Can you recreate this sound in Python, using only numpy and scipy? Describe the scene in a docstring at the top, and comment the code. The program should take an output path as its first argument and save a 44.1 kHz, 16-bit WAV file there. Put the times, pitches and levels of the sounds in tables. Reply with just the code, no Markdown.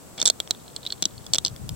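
"""The casing of a hand-held camera creaks and ticks under a shifting grip, right beside its stereo mics.
Each snap is a brief run of micro-slips that rings one spot of the shell at its own pitch. The grip
also rubs, and a fingertip bumps the body. The place is outdoors on a still day, with faint air and
steady hiss behind; towards the end a soft rumble builds on the microphone ports."""
import sys
import numpy as np
from scipy import signal
from scipy.fft import rfft, irfft
from scipy.io import wavfile

SR = 44100
rng = np.random.default_rng(int(sys.argv[2]) if len(sys.argv) > 2 else 0)


def put_to_file(sound):
    """Save the sound as 16-bit audio at rate SR, in the file named by the first command-line argument."""
    columns = np.atleast_2d(sound).T  # one column per channel
    safe = np.clip(columns, -1, 1)
    whole_steps = np.round(safe * 32767)
    wavfile.write(sys.argv[1], SR, whole_steps.astype(np.int16))


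N = 77175

# Snaps beside the mics; thud, bright and crack are offsets from level_db, ahead of the trims below.
# start_s, level_db, thud_db, bright_db, crack_db, ring_hz, bright_hz
CASING_SNAPS = [(0.1794, -44, -0.5, 3, -21, 3800, 6370), (0.2009, -38, -2.5, 11.5, -17, 3440, 5970),
                (0.2153, -21, -12, 1.5, -27, 3620, 6670), (0.2268, -38.5, 7.5, 19, -12, 4240, 6080),
                (0.2551, -23.5, -9, 10, -17.5, 3590, 7570), (0.259, -21, -20, 9.5, -25, 3530, 6000),
                (0.2667, -26, -11.5, 7.5, -21, 3900, 7900), (0.2744, -27, -4, 15, -22, 3630, 7730),
                (0.2777, -24, -16.5, 9.5, -16, 3690, 7900), (0.2824, -33, -3.5, 8, -25, 3600, 7230),
                (0.2875, -37, -20, 14, -28, 3740, 6600), (0.2997, -18.5, -7.5, 6, -21, 4227, 7460),
                (0.4014, -25, -6.5, -1, -18, 3420, 7330), (0.4747, -45.5, 1.5, 4, -25, 3280, 5540),
                (0.5083, -20.5, -9.5, 2.5, -16, 3990, 6990), (0.548, -48, -2, -9, -27, 3700, 6360),
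                (0.6794, -47.5, -28, -5, -21, 4100, 7030), (0.7629, -32, -14, 2.5, -18, 4330, 8020),
                (0.8305, -45, -7, -11, -22, 3930, 7200), (0.8513, -41, -3.5, -4, -24, 3700, 7070),
                (0.8641, -27, -15.5, -12, -24, 3840, 7530), (0.8718, -33.5, -22, -7, -21, 4030, 5640),
                (0.9033, -32, -14, -12, -32, 4070, 5300), (0.9229, -26.5, -13.5, -3.5, -25, 4264, 7570),
                (0.929, -43, -13, -11, -17, 4160, 6250), (1.0236, -26, -6, 7.5, -13, 4200, 6330),
                (1.0272, -26.5, -11.5, 3, -32, 3560, 5800), (1.0386, -37, -6, 1, -27, 3900, 5780),
                (1.0541, -23, -13.5, 7.5, -21, 3930, 6150), (1.1791, -44, -20, -19, -24, 4260, 7250),
                (1.2649, -43, -2.5, 6.5, -9, 3390, 4820), (1.3344, -21, -14, 3, -19, 4360, 5440),
                (1.3364, -20.5, -19, 4.5, -36, 4294, 7260), (1.3457, -27, -4, 8, -13, 4130, 7260),
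                (1.3546, -28.5, -5, 6, -24, 3630, 5570), (1.359, -31, -9.5, 5, -22, 3530, 5850),
                (1.3834, -22.5, -8.5, 5, -18, 3660, 7350), (1.449, -23, -17, 7, -23, 4150, 4970),
                (1.4617, -30, -11, 7, -21, 3060, 4860), (1.4699, -33, -13, 1, -23, 4300, 6740),
                (1.4802, -37.5, -32, 6, -19, 4050, 5900), (1.562, -50, 2, 8, -7, 3360, 4670),
                (1.6916, -37.5, -2.5, 6.5, -6, 3200, 4800)]
# Modes of the shell: pitch_hz, level_db, t60_s, likeness (between the two mics, -1 to 1)
SHELL_MODES = [(255, -1.5, 0.0057, 0.7), (644, -1.5, 0.013, 0.43), (810, -4.5, 0.0021, 0.26),
               (1442, -7, 0.011, 0.17), (2323, -4, 0.013, 0.000043), (3300, 7, 0.008, 1),
               (3560, 1.5, 0.021, 0.81), (3950, -1, 0.0026, 0.95), (4310, 0.5, 0.018, 0.98),
               (5210, 5, 0.0089, -0.5), (5785, 3, 0.0058, -0.23), (6340, 0.5, 0.012, -0.88),
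               (7630, 6, 0.0029, -0.23), (7924, 2.5, 0.0046, 0.43)]
# The sinking lower edge of the snaps' ring: time_s, cutoff_hz
RING_LOW_EDGE = [(.3, 3390), (.4, 2870), (1.45, 2820)]
# Where the grip presses: time_s, balance_db (always left minus right)
GRIP_BALANCE = [(.25, -3), (.92, -2.5), (1.03, -1.4), (1.7, -0.5)]
# The grip rubbing the shell: start_s, length_s, level_db
GRIP_RUBS = [(.177, 0.057, -40.5), (0.254, 0.042, -45.5), (.828, .115, -57), (1.442, 0.057, -52)]
# A fingertip on the body: start_s, level_db
FINGER_BUMPS = [(0.227, -33), (1.024, -32), (1.055, -31), (1.45, -35.5)]
# Swells of rumble on the mic ports: time_s, level_db
RUMBLE_SWELLS = [(0, -81), (1.099, -53), (1.199, -42), (1.25, -59), (1.29, -42.5), (1.35, -44.5),
                 (1.49, -46), (1.535, -35), (1.58, -49.5), (1.628, -32.5), (1.68, -39.5), (1.731, -27),
                 (1.75, -44)]
# Colour of the rumble: frequency_hz, relative_density_db
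RUMBLE_SPECTRUM = [(25, -23), (60, -9), (115, -4.5), (190, -11), (300, -30.5), (700, -47), (2000, -74)]
# Colour of the outdoor air and mic hiss: frequency_hz, relative_density_db
AIR_SPECTRUM = [(30, -13), (60, -6), (120, 0), (350, -5.5), (700, -9.5), (1300, -15.5), (2100, -23),
                (3700, -22.5), (5200, -22), (6800, -20), (8000, -14.5), (9500, -24.5), (15500, -25.5)]
# The air sits slightly left: frequency_hz, balance_db
AIR_BALANCE = [(60, 3.5), (180, 2), (550, 1.5), (15000, 1)]

RING_TRIM_DB, BRIGHT_TRIM_DB, CRACK_TRIM_DB = 3, -1.5, 9.5
THUD_BALANCE_DB, CRACK_BALANCE_DB, RUMBLE_BALANCE_DB = 7, 4.5, 7
THUD_BELOW_HZ, BRIGHT_ABOVE_HZ, CRACK_ABOVE_HZ = 2800, 4800, 9000
RING_LOW_HZ, RING_TOP_HZ = 2850, 8800
SNAP_S, RISE_S, SLIP_DECAY_S, CRACK_DECAY_S = 0.03, 0.00017, 0.00089, 0.0014
SPOT_DB, BRIGHT_SPOT_DB = 2.5, -3   # relative to the shell around the spot
MODE_SPREAD_DB, DETUNE = 1.2, 0.012
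RING_SPAN_HZ, BRIGHT_SPAN_HZ, LOSS_PER_SPAN_DB = 520, 2420, 6
GRIP_CENTRES_HZ = (3950, 6300)   # ring and bright centres of rubs and ticks


def snaps():
    """Right at the mics, each snap rings the slipping spot and the shell, led by a thin crack."""
    out, t = np.zeros((2, N)), times(SNAP_S)
    for start_s, level_db, thud_db, bright_db, crack_db, ring_hz, bright_hz in CASING_SNAPS:
        thud, ring, bright = map(unit_burst, casing(micro_slips, ring_hz, bright_hz))
        ring = ring + from_db(SPOT_DB) * slipping_spot(ring_hz, t60_s=0.01)
        ring = unit_burst(butter(ring, at_time(RING_LOW_EDGE, start_s), "high", order=8))
        bright = unit_burst(bright + from_db(BRIGHT_SPOT_DB) * slipping_spot(bright_hz, t60_s=0.0094))
        shell = from_db(RING_TRIM_DB) * ring + from_db(BRIGHT_TRIM_DB + bright_db) * bright
        grit = rng.standard_normal((2, len(t))) * np.exp(-t / CRACK_DECAY_S)
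        crack = unit_burst(butter(at_mics(grit, likeness=-0.4), CRACK_ABOVE_HZ, "high"))
        snap = shell * pan(at_time(GRIP_BALANCE, start_s))
        snap += from_db(thud_db) * thud * pan(THUD_BALANCE_DB)
        snap += from_db(CRACK_TRIM_DB + crack_db) * crack * pan(CRACK_BALANCE_DB)
        add(out, start_s, from_db(level_db) * snap)
    return out


def micro_slips():
    """A run of micro-slips flares up and quickly dies, as two unrelated noise bursts."""
    t = times(SNAP_S)
    return rng.standard_normal((2, len(t))) * (1 - np.exp(-t / RISE_S)) * np.exp(-t / SLIP_DECAY_S)


def casing(draw_slips, ring_hz, bright_hz):
    """Slips drive the shell in three registers: thud, ring, bright. Modes near the centres ring most."""
    thud, ring, bright = 0, 0, 0
    for hz, level_db, t60_s, likeness in SHELL_MODES:
        pair = resonate(draw_slips(), hz * (1 + DETUNE * rng.normal()), t60_s)
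        pair = [unit_burst(x) for x in pair]
        mode = from_db(level_db + MODE_SPREAD_DB * rng.normal()) * at_mics(pair, likeness)
        if hz < THUD_BELOW_HZ:
            thud += mode
        elif hz < BRIGHT_ABOVE_HZ:
            ring += mode * from_db(-LOSS_PER_SPAN_DB * abs(hz - ring_hz) / RING_SPAN_HZ)
        else:
            bright += mode * from_db(-LOSS_PER_SPAN_DB * abs(hz - bright_hz) / BRIGHT_SPAN_HZ)
    ring, bright = (butter(x, RING_LOW_HZ, "high", order=4) for x in (ring, bright))
    ring, bright = (butter(x, RING_TOP_HZ, "low", order=10) for x in (ring, bright))
    return butter(thud, THUD_BELOW_HZ, "low"), butter(ring, BRIGHT_ABOVE_HZ, "low", order=5), bright


def slipping_spot(hz, t60_s):
    """The spot that slips rings at its own pitch and reaches the mics as the nearest modes do."""
    t = times(SNAP_S)
    likeness = at_hz([(mode[0], mode[-1]) for mode in SHELL_MODES], hz)
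    mic_phase = np.arccos(likeness) * np.array([[0], [1]])
    phase = 2 * np.pi * (hz * t + rng.random()) + mic_phase
    swing = np.sin(phase) * (1 - np.exp(-t / RISE_S)) * from_db(-60 * t / t60_s)
    swing = butter(swing, RING_LOW_HZ, "high")
    return unit_burst(butter(swing, RING_TOP_HZ, "low", order=8))


def after_ring(handling, level_db=-20.5, t60_s=0.043, band_hz=(3300, 4300)):
    """The shell's strongest register lingers faintly after snaps and rubs."""
    t = times(0.25)
    tail = butter(rng.standard_normal((2, len(t))), band_hz, "band") * from_db(-60 * t / t60_s)
    lingering = signal.fftconvolve(handling, tail, axes=1)[:, :N]
    return from_db(level_db) * np.std(handling) * unit_rms(lingering)


def rubs(slips_per_s=1300, thud_db=-3.5, bright_db=-5.5):
    """The grip scratches the shell with dense, tiny slips."""
    out = np.zeros((2, N))
    for start_s, length_s, level_db in GRIP_RUBS:
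        t = times(length_s + SNAP_S)
        slipping = (rng.random(len(t)) < slips_per_s / SR) & (t < length_s)
        registers = casing(lambda: slipping * rng.standard_normal((2, len(t))), *GRIP_CENTRES_HZ)
        thud, ring, bright = map(unit_rms, registers)
        rub = ring + from_db(thud_db) * thud * pan(THUD_BALANCE_DB) + from_db(bright_db) * bright
        add(out, start_s, from_db(level_db) * rub)
    return out


def bumps(band_hz=(150, 350), t60_s=0.03):
    """A fingertip sends dull, damped thumps through the body to the mics."""
    out, t = np.zeros((2, N)), times(0.1)
    for start_s, level_db in FINGER_BUMPS:
        push = at_mics(rng.standard_normal((2, len(t))), likeness=0.44) * from_db(-60 * t / t60_s)
        thump = unit_burst(butter(push, band_hz, "band"))
        add(out, start_s, from_db(level_db) * thump * pan(THUD_BALANCE_DB))
    return out


def ticks(start_s=0.52, end_s=1.23, per_s=62, level_db=-57.5, spread_db=2.5, bright_db=-10):
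    """The grip settles in faint, uneven ticks of the shell."""
    out = np.zeros((2, N))
    for slot_s in np.arange(start_s, end_s, 1 / per_s):
        _, ring, bright = map(unit_burst, casing(micro_slips, *GRIP_CENTRES_HZ))
        tick = ring + from_db(bright_db) * bright
        add(out, slot_s + rng.random() / per_s, from_db(level_db + spread_db * rng.normal()) * tick)
    return out


def rumble():
    """Soft buffeting right on the mic ports, separate at each and heavier on the left."""
    swell = from_db(at_time(RUMBLE_SWELLS, np.arange(N) / SR))
    return swell * coloured_noise(RUMBLE_SPECTRUM, [(1, RUMBLE_BALANCE_DB)], likeness=0)


def air(level_db=-45.5):
    """Still outdoor air all around, with the mics' steady hiss."""
    return from_db(level_db) * coloured_noise(AIR_SPECTRUM, AIR_BALANCE, likeness=0.048)


def coloured_noise(spectrum, balance, likeness):
    """Stereo noise at rms 1, with level and balance set by frequency."""
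    hz = np.arange(N // 2 + 1) * SR / N
    common = np.sqrt(likeness) * rng.standard_normal(N)
    separate = np.sqrt(1 - likeness) * rng.standard_normal((2, N))
    gains = from_db(at_hz(spectrum, hz)) * pan(at_hz(balance, hz))
    return unit_rms(irfft(rfft(common + separate) * gains, N))


def resonate(force, hz, t60_s):
    """One mode: each click sets a decaying cosine ringing."""
    radius, angle = from_db(-60 / (t60_s * SR)), 2 * np.pi * hz / SR
    return signal.lfilter([1, 0, -1], [1, -2 * radius * np.cos(angle), radius ** 2], force + 1e-18) / 2


def at_mics(pair, likeness):
    """Two unrelated signals, as mid and side, give left and right with this likeness."""
    return np.sqrt(1 + likeness) * pair[0] + np.sqrt(1 - likeness) * pair[1] * [[1], [-1]]


def pan(balance_db):
    """Left and right gains of constant power."""
    gains = from_db(np.array([[0.5], [-0.5]]) * balance_db)
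    return gains / np.sqrt(np.mean(gains ** 2, axis=0))


def from_db(db):
    """Decibels to gain."""
    return 10 ** (np.asarray(db) / 20)


def unit_rms(x):
    """Scale to rms 1."""
    return x / np.sqrt(np.mean(x ** 2) + 1e-20)


def unit_burst(x):
    """Scale to the energy of 5 ms of stereo at rms 1."""
    return x / np.sqrt(np.sum(x ** 2) / (2 * 0.005 * SR) + 1e-20)


def times(length_s):
    """Sample times in seconds."""
    return np.arange(int(length_s * SR)) / SR


def at_time(points, time_s):
    """Read a curve over time."""
    return np.interp(time_s, *np.transpose(points))


def at_hz(points, hz):
    """Read a curve on a log-frequency axis."""
    points_hz, values = np.transpose(points)
    return np.interp(np.log(hz + 1e-9), np.log(points_hz), values)


def butter(x, hz, kind, order=2):
    """Butterworth filter."""
    return signal.sosfilt(signal.butter(order, hz, kind, fs=SR, output="sos"), x)


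def add(out, start_s, sound):
    """Mix a sound in at a time."""
    i = int(start_s * SR)
    out[:, i:i + sound.shape[1]] += sound[:, :max(N - i, 0)]


def scene():
    """Close handling noise over outdoor air and port rumble."""
    background = air() + rumble()
    handling = snaps() + rubs()
    return background + handling + after_ring(handling) + bumps() + ticks()


def record(dry):
    """The camera clips any peak over full scale and cuts the top at 15.9 kHz."""
    top_cut = signal.ellip(10, 0.1, 70, 15900, fs=SR, output="sos")
    return signal.sosfilt(top_cut, np.clip(dry, -1, 1))


dry = scene()
out = record(dry)
put_to_file(out)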